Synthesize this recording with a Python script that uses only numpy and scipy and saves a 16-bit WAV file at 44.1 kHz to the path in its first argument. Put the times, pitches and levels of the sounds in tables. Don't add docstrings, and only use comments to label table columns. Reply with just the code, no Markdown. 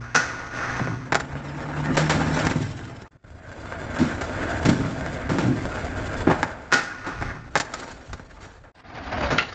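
import sys
import numpy as np
from scipy import signal
from scipy.fft import rfft, irfft, next_fast_len
from scipy.io import wavfile
from scipy.ndimage import uniform_filter1d

SR = 44100
rng = np.random.default_rng(int(sys.argv[2]) if len(sys.argv) > 2 else 0)


def digitize_waveform(pressure):
    field = np.atleast_2d(pressure).T
    bounded = np.clip(field, -1, 1)
    quanta = np.round(bounded * 32767).astype(np.int16)
    wavfile.write(sys.argv[1], SR, quanta)


N = 420713
TIME = np.arange(N) / SR

# time_s, roar_db, hiss_db
FIRST_RUN_CURVE = [(1.05, -45.5, -62), (1.77, -37, -51), (2.3, -33, -43.5), (2.45, -29, -36),
                   (2.56, -38, -45), (2.68, -46.5, -51), (3.1, -44.5, -57)]
# time_s, roar_db, hiss_db
SECOND_RUN_CURVE = [(3.1, -54, -64), (3.45, -45.5, -61), (4.03, -33.5, -52.5), (4.28, -37, -49.5),
                    (4.42, -29.5, -49), (4.58, -32.5, -47.5), (4.88, -37.5, -52), (5.15, -35, -51.5),
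                    (5.24, -37, -54.5), (5.75, -34, -49.5), (6.3, -33.5, -49.5), (6.72, -52.5, -66)]
# time_s, roar_db, hiss_db
ROLL_AWAY_CURVE = [(7.45, -55, -72.5), (7.78, -42, -51.5), (7.9, -46, -56), (8.3, -56, -67.5),
                   (8.46, -47.5, -59.5), (8.6, -58, -70.5), (8.73, -51, -68)]
# time_s, roar_db, hiss_db
PAVING_RUN_CURVE = [(8.73, -49, -59), (9.24, -29.5, -43), (9.54, -53, -54)]
# centre_hz, nominal width_hz, lift_db
BOARD_RESONANCES = [(576, 83, 2), (875, 110, 6.5), (1410, 260, 6.5), (1720, 170, 5), (5630, 380, 5.5)]
# frequency_hz, relative level_db
CLOSE_ASPHALT_SPECTRUM = [(60, -2.5), (150, 14), (400, 0.5), (1000, -6.5), (2100, -12.5), (2900, -21),
                          (4100, -22.5), (6000, -28), (7500, -25), (8500, -44.5)]
# frequency_hz, relative level_db
WOOD_SPECTRUM = [(50, -18.5), (160, 9), (400, 3), (1000, 2), (2100, -1), (2900, -12), (5200, -8.5),
                 (7200, -14.5), (8500, -29)]
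# frequency_hz, relative level_db
GUST_SPECTRUM = [(12, -22), (25, -9), (48, -2.5), (100, -5), (150, -11.5), (250, -28), (600, -59)]
# time_s, relative level_db, truck_gap_s, screech_hz, screech_lift_db
LANDINGS_ON_EDGE = [(.151, -5.5, .008, 6070, 9.5), (6.725, -5.5, .011, 5430, -0.5)]


def amp(db):
    return 10 ** (np.asarray(db) / 20)


def evened(x):
    return x / np.sqrt(np.mean(x ** 2) + 1e-20)


def add(mix, s, sound):
    part = mix[max(round(s * SR), 0):][:len(sound)]
    part += sound[:len(part)]


def follow(rows, t):
    s, *columns = np.transpose(rows)
    return [np.interp(t, s, c) for c in columns]


def during(rows):
    return TIME[(TIME >= rows[0][0]) & (TIME <= rows[-1][0])]


def wander(n, hz):
    step = 32
    size = next_fast_len(n // step + SR // step)
    f = np.fft.rfftfreq(size, step / SR)
    spectrum = rfft(rng.standard_normal(size)) / (1 + (f / hz) ** 4)
    slow = evened(irfft(spectrum, size))
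    return np.interp(np.arange(n) / step, np.arange(size), slow)


def coloured(x, spectrum, resonances=(), size=4096):
    f = abs(np.fft.fftfreq(size, 1 / SR))
    hz, db = np.transpose(spectrum)
    db = np.interp(np.log(f + 1), np.log(hz), db)
    for centre, width, lift in resonances:
        db = db + lift / (1 + (2 * (f - centre) / width) ** 2)
    minimum_phase = np.exp(np.conj(signal.hilbert(np.log(amp(db)))))
    response = np.fft.ifft(minimum_phase).real
    return signal.oaconvolve(x, response[:size // 2])[:len(x)]


def bands(x):
    low_edge_hz, high_edge_hz = 390, 2750
    edges = [(low_edge_hz, "low"), ([low_edge_hz, high_edge_hz], "band"), (high_edge_hz, "high")]
    filters = [signal.butter(4, hz, kind, fs=SR, output="sos") for hz, kind in edges]
    return [evened(signal.sosfilt(sos, x)) for sos in filters]


def grit(n, per_s, spread_db):
    size = amp(spread_db * np.minimum(rng.exponential(1, n), 5)) * rng.choice([-1, 1], n)
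    return evened(size * (rng.random(n) < per_s / SR))


def resonate(x, hz, width):
    turn = np.exp(2j * np.pi * np.cumsum(hz) / SR)
    r = np.exp(-np.pi * width / SR)
    return 2 * (turn * signal.lfilter([1 - r], [1, -r], x / turn)).real


def swaying(x, resonances, sway_db, drift):
    for hz, width, lift_db in resonances:
        centre = hz * (1 + drift * wander(len(x), 11))
        ring = resonate(x, centre, width / amp(lift_db / 2))
        swell_db = lift_db + sway_db * np.tanh(wander(len(x), 13.3))
        x = x + ring * (amp(swell_db) - 1)
    return x


def wind():
    # peak_s, half_length_s, nominal level_db
    low_thumps = [(7.26, 0.11, -40), (8.11, 0.027, -33.5)]
    breeze_db, gustiness_db = -49.5, 2
    thumps = sum(amp(db) * np.exp(-((TIME - s) / half_s) ** 2) for s, half_s, db in low_thumps)
    noise = evened(coloured(rng.standard_normal(N), GUST_SPECTRUM))
    return noise * (amp(breeze_db) + thumps) * amp(gustiness_db * wander(N, 6.3))


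def engine():
    # time_s, firing_rate_hz, relative level_db
    engine_curve = [(0, 118.5, -33), (.4, 119.4, -45.5), (.95, 129.1, -31), (1.25, 137.4, -40.5),
                    (2.05, 153.2, -25), (2.65, 158.3, -30)]
    hz, db = follow(engine_curve, TIME)
    turns = np.cumsum(hz * (1 + 0.0049 * wander(N, 19.2))) / SR
    orders = [(.5, -16), (1, -4.5), (2, -15.5)]  # multiple, relative level_db
    hum = sum(amp(level) * np.sin(2 * np.pi * k * turns) for k, level in orders)
    gone = np.clip((engine_curve[-1][0] - TIME) / 0.042, 0, 1)
    return evened(hum) * amp(db - 2 + 2.6 * wander(N, 7.8)) * gone


def yard(x, wet_db=-15, t60=0.31, wall_s=0.048, wall_db=-22):
    t = TIME[:SR]
    tail = grit(SR, per_s=2000, spread_db=4.5) * 10 ** (-3 * t / t60) * np.minimum(t / 0.0047, 1)
    tail = coloured(tail, [(100, -2.5), (700, -5), (2000, -7.5), (8000, -11.5)])
    tail *= amp(wet_db) / np.linalg.norm(tail)
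    add(tail, wall_s, amp(wall_db) * np.ones(1))
    return x + signal.oaconvolve(x, tail)[:N]


def deck():
    shaking = grit(N, per_s=1300, spread_db=1.0)
    spectrum = [(60, -26), (130, -3.5), (220, -0.5), (330, -2.0), (450, -20.0), (900, -59.5)]
    return evened(coloured(shaking, spectrum, [(221, 74, 4.2)]))


def under(rows, drum, ground, drum_db, rumble_db):
    span = (TIME >= rows[0][0]) & (TIME <= rows[-1][0])
    t = TIME[span]
    low = amp(drum_db) * drum[span] + amp(rumble_db) * ground[span]
    return t[0], low * amp(follow(rows, t)[0]) * signal.windows.tukey(len(t), .01)


def rumbling():
    # start_s, length_s, nominal level_db
    deck_loads = [(1.846, 0.44, -30.5), (3.99, 0.043, -18), (4.647, 0.097, -27), (5.281, 0.32, -27),
                  (9.292, 0.03, -29)]
    attack_s, release_s = 0.025, 0.032
    out, drum = np.zeros(N), deck()
    lumps = amp(3.3 * wander(N, 30))
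    ground = evened(lumps * coloured(rng.standard_normal(N), GUST_SPECTRUM))
    add(out, *under(FIRST_RUN_CURVE, drum, ground, drum_db=0.5, rumble_db=-3.0))
    add(out, *under(SECOND_RUN_CURVE, drum, ground, drum_db=-4.0, rumble_db=-0.5))
    add(out, *under(ROLL_AWAY_CURVE, drum, ground, drum_db=-3.0, rumble_db=-5))
    add(out, *under(PAVING_RUN_CURVE, drum, ground, drum_db=-4, rumble_db=-2.0))
    t, load = TIME[:SR * 2], np.zeros(N)
    for s, length_s, db in deck_loads:
        swell = np.minimum(t / attack_s, 1) * np.exp(-np.maximum(t - length_s, 0) / release_s)
        add(load, s, amp(db) * swell)
    return out + load * drum * evened(amp(5.5 * wander(N, 8)))


def howling():
    # time_s, pitch_hz, relative level_db
    howl_curve = [(9.13, 718, -54), (9.215, 596, -28.5), (9.27, 577, -26.5), (9.32, 560, -46)]
    t = during(howl_curve)
    hz, db = follow(howl_curve, t)
    turns = np.cumsum(hz * (1 + 0.014 * wander(len(t), 80))) / SR
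    out = np.zeros(N)
    add(out, t[0], amp(db + 1.7 * wander(len(t), 60)) * evened(np.sin(2 * np.pi * turns)))
    return out


def steel(x):
    # pitch_hz, relative level_db, t60_s
    steel_modes = [(827, -10.5, 0.38), (1320, -6, 0.3), (1453, 6.5, 0.35), (1810, -1.5, 0.22),
                   (1924, -6.5, 0.32), (2505, 1.5, 0.046)]
    t = TIME[:SR * 3 // 4]
    ring = 0
    for hz, db, t60 in steel_modes:
        drift = 6 * np.cumsum(wander(len(t), 40)) / SR
        ring = ring + amp(db) * 10 ** (-3 * t / t60) * np.sin(2 * np.pi * (hz * t + drift))
    return evened(signal.oaconvolve(x, ring)[:len(x)])


def grinding():
    # time_s, relative level_db
    first_grind_curve = [(0, -39.5), (.15, -45), (.3, -33.5), (.5, -38.5), (.58, -31), (.68, -31),
                         (.78, -31), (.93, -38.5), (1.1, -47)]
    # time_s, relative level_db
    second_grind_curve = [(6.7, -41.5), (7.041, -38.5), (7.08, -35), (7.17, -38), (7.25, -33), (7.35, -42),
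                          (7.5, -51.5)]
    # centre_hz, nominal width_hz, lift_db
    scrape_resonances = [(860, 73, 3), (1280, 400, 5.5), (1530, 380, 4.5), (1820, 400, 1.5)]
    spectrum = [(300, -5), (650, -8), (2100, -9.5), (3000, -21.0), (6200, -22.5), (8500, -41.5)]
    out = np.zeros(N)
    runs = (first_grind_curve, second_grind_curve)
    for run, (*_, screech_hz, screech_db) in zip(runs, LANDINGS_ON_EDGE):
        t = during(run)
        slips = grit(len(t), per_s=3600, spread_db=1.0) * amp(0.8 * wander(len(t), 35))
        scrape = coloured(slips, spectrum, [(screech_hz, 900, screech_db / 2)])
        scrape = evened(swaying(scrape, scrape_resonances, sway_db=3.5, drift=0.046))
        slide = scrape + amp(-10) * steel(slips)
        level = amp(follow(run, t)[0] - 0.04)
        add(out, t[0], slide * level * signal.windows.tukey(len(t), .03))
    return out


def blow(rattle_s, snap, after_db, after_s, rise_s=0.0025):
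    t = TIME[:SR * 3 // 4]
    dying = np.exp(-t / max(rattle_s, 1e-3)) + amp(after_db) * np.exp(-t / after_s)
    chatter = grit(len(t), per_s=4000, spread_db=2.0) * dying * (1 - np.exp(-t / rise_s))
    return chatter / np.linalg.norm(chatter) + snap * (t == 0)


def weighed(sound, db, thud_db, crack_db):
    thud, knock, crack = bands(sound)
    return amp(db) * (amp(thud_db) * thud + knock + amp(crack_db) * crack)


def clacking():
    # time_s, relative level_db, thud_db and crack_db against the
    # middle band, snap_db (sharp contact against chatter)
    board_clacks = [(0.754, -20, -17, -24, 5), (.794, -12.5, -14, -28, -12), (.873, -16, -2.5, -32, 1),
                    (1.122, -5, -9.5, -15.5, -6), (1.127, -11, -19, -19, 7), (1.1463, -9, -19, -9, 1),
                    (1.154, -4, -10.5, -11, 4), (1.199, -16, -11, -8.5, -18), (1.354, -24, 2, -26, 3),
                    (2.367, -13, -16, -18, -7), (2.469, -10.5, -1, -10, 3), (2.512, -14.5, 4, -14.5, 1),
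                    (3.02, -34, 14, 0, -3), (5.063, -20, -22, -16, 8), (5.385, -13.5, 6, -13, 2),
                    (6.2712, -12, 12, -33, -5.5), (6.2876, -20, 17, -23, -1), (6.43, -4.5, -12, -17, 2.5),
                    (7.212, -20, 0, -17, -7), (7.224, -15, -7, -20, 0), (7.555, -3.5, -18.5, -12.5, 1.5),
                    (7.5598, -6.5, -10.5, -14, -8), (7.573, -21, -23, 4.5, -14),
                    (7.6002, -12.5, -9.5, -1.5, -7), (7.738, -16.5, -24, -5, -9),
                    (8.131, -23, -3, -6.5, -6), (8.196, -29.5, 1, -18, -1), (9.209, -16.5, 0.5, -13, -5),
                    (9.522, -23.5, -20, -34, -12)]
    # centre_hz, width_hz, lift_db
    struck_resonances = [(843, 130, 7.5), (1433, 410, 6.5), (1716, 190, 5.5), (3770, 200, 4.5),
                         (5300, 190, 2.5), (7200, 440, 9.5)]
    out = np.zeros(N)
    for s, *levels, snap_db in board_clacks:
        strike = blow(rattle_s=0.0045, snap=amp(snap_db), after_db=-12.0, after_s=0.014)
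        clack = coloured(strike, WOOD_SPECTRUM, struck_resonances)
        add(out, s, amp(-30.5) * weighed(clack, *levels))
    return out


def bumping():
    # time_s, relative level_db, thud_db and crack_db against the middle band, rattle_s
    ground_bumps = [(1.969, -4, -30, -7.5, 0.029), (2.096, -5, -23, -6.5, 0.031),
                    (3.988, -14, -9, -6, 0.092), (4.211, -15.5, -20, -9.5, 0.0097),
                    (4.437, -29, -11, -25, 0.018), (4.652, -10.5, 6, -5.5, 0.014),
                    (4.688, -12, 10.5, -4, 0.011), (5.293, -11.5, 3, -11.5, 0.06),
                    (5.386, -12.5, -16, -9.5, 0.072), (6.274, -11, -18, -26, 0.025),
                    (6.299, -7, -8, -25.5, 0.0075), (6.308, -5, -8, -21.5, 0.012),
                    (7.065, -19, -2.5, -12, 0.022), (8.639, -25.5, -20, -21.5, 0.055),
                    (9.305, -6.5, -6, -12, 0.033)]
    out = np.zeros(N)
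    for s, *levels, rattle_s in ground_bumps:
        strike = blow(rattle_s, snap=0.21, after_db=-20, after_s=0.22, rise_s=0.0018)
        bump = coloured(strike, CLOSE_ASPHALT_SPECTRUM, BOARD_RESONANCES)
        add(out, s, amp(-29.0) * weighed(bump, *levels))
    return out


def landing_on_edge():
    # delay in truck gaps, relative level_db, thud_db and crack_db against middle
    truck_hits = [(-.55, -11, -19, -10), (0, 1, -16.5, -11), (0.998, -9, -5, 3)]
    # centre_hz, width_hz, lift_db
    slam_resonances = [(846, 120, 6.5), (1443, 400, 17.5), (1840, 240, 4.5)]
    out = np.zeros(N)
    for s, db, gap_s, screech_hz, screech_db in LANDINGS_ON_EDGE:
        for delay, *levels in truck_hits:
            strike = blow(rattle_s=0.0057, snap=0.56, after_db=-11.5, after_s=0.067, rise_s=0.0021)
            knock = coloured(strike, WOOD_SPECTRUM, [*slam_resonances, (screech_hz, 800, screech_db)])
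            slam = weighed(evened(knock) + amp(-9.5) * steel(strike), *levels)
            add(out, s + delay * gap_s, amp(db - 25.5) * slam)
    return out


def popping():
    # time_s, relative level_db
    tail_pops = [(9.382, 1), (9.394, -15), (9.424, -16)]
    # centre_hz, width_hz, lift_db
    pop_resonances = [(1400, 180, 16), (2060, 660, 13), (2730, 240, 15.5)]
    spectrum = [(100, -15), (500, -6.5), (2600, -5.5), (3300, -3), (7000, -19)]
    out = np.zeros(N)
    for s, db in tail_pops:
        strike = blow(rattle_s=0.0026, snap=0.13, after_db=-13.0, after_s=0.019)
        add(out, s, amp(db - 32.5) * evened(coloured(strike, spectrum, pop_resonances)))
    return out


def thudding():
    # time_s, relative level_db, decay_s
    weight_thuds = [(0.799, -17.5, 0.053), (0.891, -19.5, 0.11), (2.554, -15.5, 0.0075),
                    (2.6, -19.5, 0.015), (4.795, -17.5, 0.011), (5.431, -14.5, 0.087), (7.21, -26, 0.18)]
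    spectrum = [(40, -27.5), (110, 1.0), (220, -1.5), (400, -7.5), (900, -50.5)]
    out = np.zeros(N)
    for s, db, dying_s in weight_thuds:
        strike = blow(dying_s, snap=0.098, after_db=-21.5, after_s=0.34)
        add(out, s, amp(db - 19.0) * evened(coloured(strike, spectrum, [(123.5, 36, 8.9)])))
    return out


def ride(rows, ground, resonances, bearings_db, flutter_db, level_db, ticks_db):
    t = during(rows)
    roar_db, hiss_db = follow(rows, t)
    stones = grit(len(t), per_s=4000, spread_db=0.4)
    ticks = grit(len(t), per_s=90, spread_db=3.5)
    contact = coloured(stones + amp(ticks_db) * ticks, ground)
    _, roar, hiss = bands(swaying(contact, resonances, sway_db=3.5, drift=0.039))
    brief = t[t < t[0] + .06] - t[0]
    bearings = rng.standard_normal(len(brief)) * np.exp(-brief / .008)
    ringing = signal.oaconvolve(hiss, bearings)[:len(t)]
    wavering = np.interp(t + 0.000599 * wander(len(t), 3.05), t, ringing)
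    hiss = hiss + amp(bearings_db) * evened(wavering)
    hiss = evened(hiss * amp(2.3 * wander(len(t), 23)))
    pebbles = rng.random(len(t)) * (rng.random(len(t)) < 20 / SR)
    jolts = signal.oaconvolve(pebbles, np.exp(-brief / 0.01))[:len(t)]
    shake = evened(amp(flutter_db * wander(len(t), 35)) * (1 + .7 * jolts))
    wheels = amp(roar_db) * roar + amp(hiss_db) * hiss
    return t[0], wheels * shake * amp(level_db) * signal.windows.tukey(len(t), .01)


def rolling():
    # frequency_hz, relative level_db
    asphalt_spectrum = [(150, 14), (400, -2.5), (1000, -11), (1900, -14), (2700, -20), (4200, -19),
                        (6000, -23.5), (7400, -19.5), (8500, -39)]
    # frequency_hz, relative level_db
    paving_spectrum = [(200, -5), (450, 1.5), (620, -0.5), (1000, -1), (1600, -0.5), (2700, -10.5),
                       (4500, -13.5), (7000, -27.5)]
    # centre_hz, nominal width_hz, lift_db
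    far_resonances = [(620, 136, 6), (887, 94, 2.5), (1500, 380, 9.5), (2120, 200, 1)]
    # centre_hz, nominal width_hz, lift_db
    paving_resonances = [(762, 170, 9)]
    out = np.zeros(N)
    add(out, *ride(FIRST_RUN_CURVE, CLOSE_ASPHALT_SPECTRUM, BOARD_RESONANCES,
                   bearings_db=1, flutter_db=1.53, level_db=3.0, ticks_db=-9.5))
    add(out, *ride(SECOND_RUN_CURVE, asphalt_spectrum, far_resonances,
                   bearings_db=3.0, flutter_db=0.77, level_db=1.5, ticks_db=-8))
    add(out, *ride(ROLL_AWAY_CURVE, asphalt_spectrum, BOARD_RESONANCES,
                   bearings_db=0, flutter_db=1.8, level_db=4.0, ticks_db=-11))
    add(out, *ride(PAVING_RUN_CURVE, paving_spectrum, paving_resonances,
                   bearings_db=2, flutter_db=2.0, level_db=4.0, ticks_db=-11))
    return out


def fades():
    # time_s, dip_db, dip_length_s
    passage_joins = [(3.095, -16, 0.068), (8.732, -8, 0.03)]
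    fade_out_s, fade_in_s, fade_power = 0.38, 0.7, 0.36
    silent_s, dip_after_s = 0.013, 0.077
    gain = np.ones(N)
    for s, dip_db, dip_s in passage_joins:
        t = TIME - s
        ramp = np.maximum((-t - silent_s) / fade_out_s, (t - silent_s) / fade_in_s)
        dip = (t > dip_after_s) & (t < dip_after_s + dip_s)
        gain *= np.clip(ramp, 1e-6, 1) ** fade_power * amp(dip_db * dip)
    return uniform_filter1d(gain, size=200)


def scene():
    hits = clacking() + bumping() + landing_on_edge() + popping() + thudding()
    board = rolling() + howling() + rumbling() + grinding() + hits
    sound = yard(board) + engine() + wind()
    return (sound * fades())[None]


def record(dry):
    cut_hz, last_cut_hz, last_start_s = 8850, 7200, 8.83
    ceiling = 1.0
    sound = ceiling * np.tanh(dry / ceiling)

    def low_pass(hz):
        taps = signal.firwin(255, hz, window=("kaiser", 9), fs=SR)
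        return signal.oaconvolve(sound, taps[None], "same")

    return np.where(TIME < last_start_s, low_pass(cut_hz), low_pass(last_cut_hz))


dry = scene()
out = record(dry)
digitize_waveform(out)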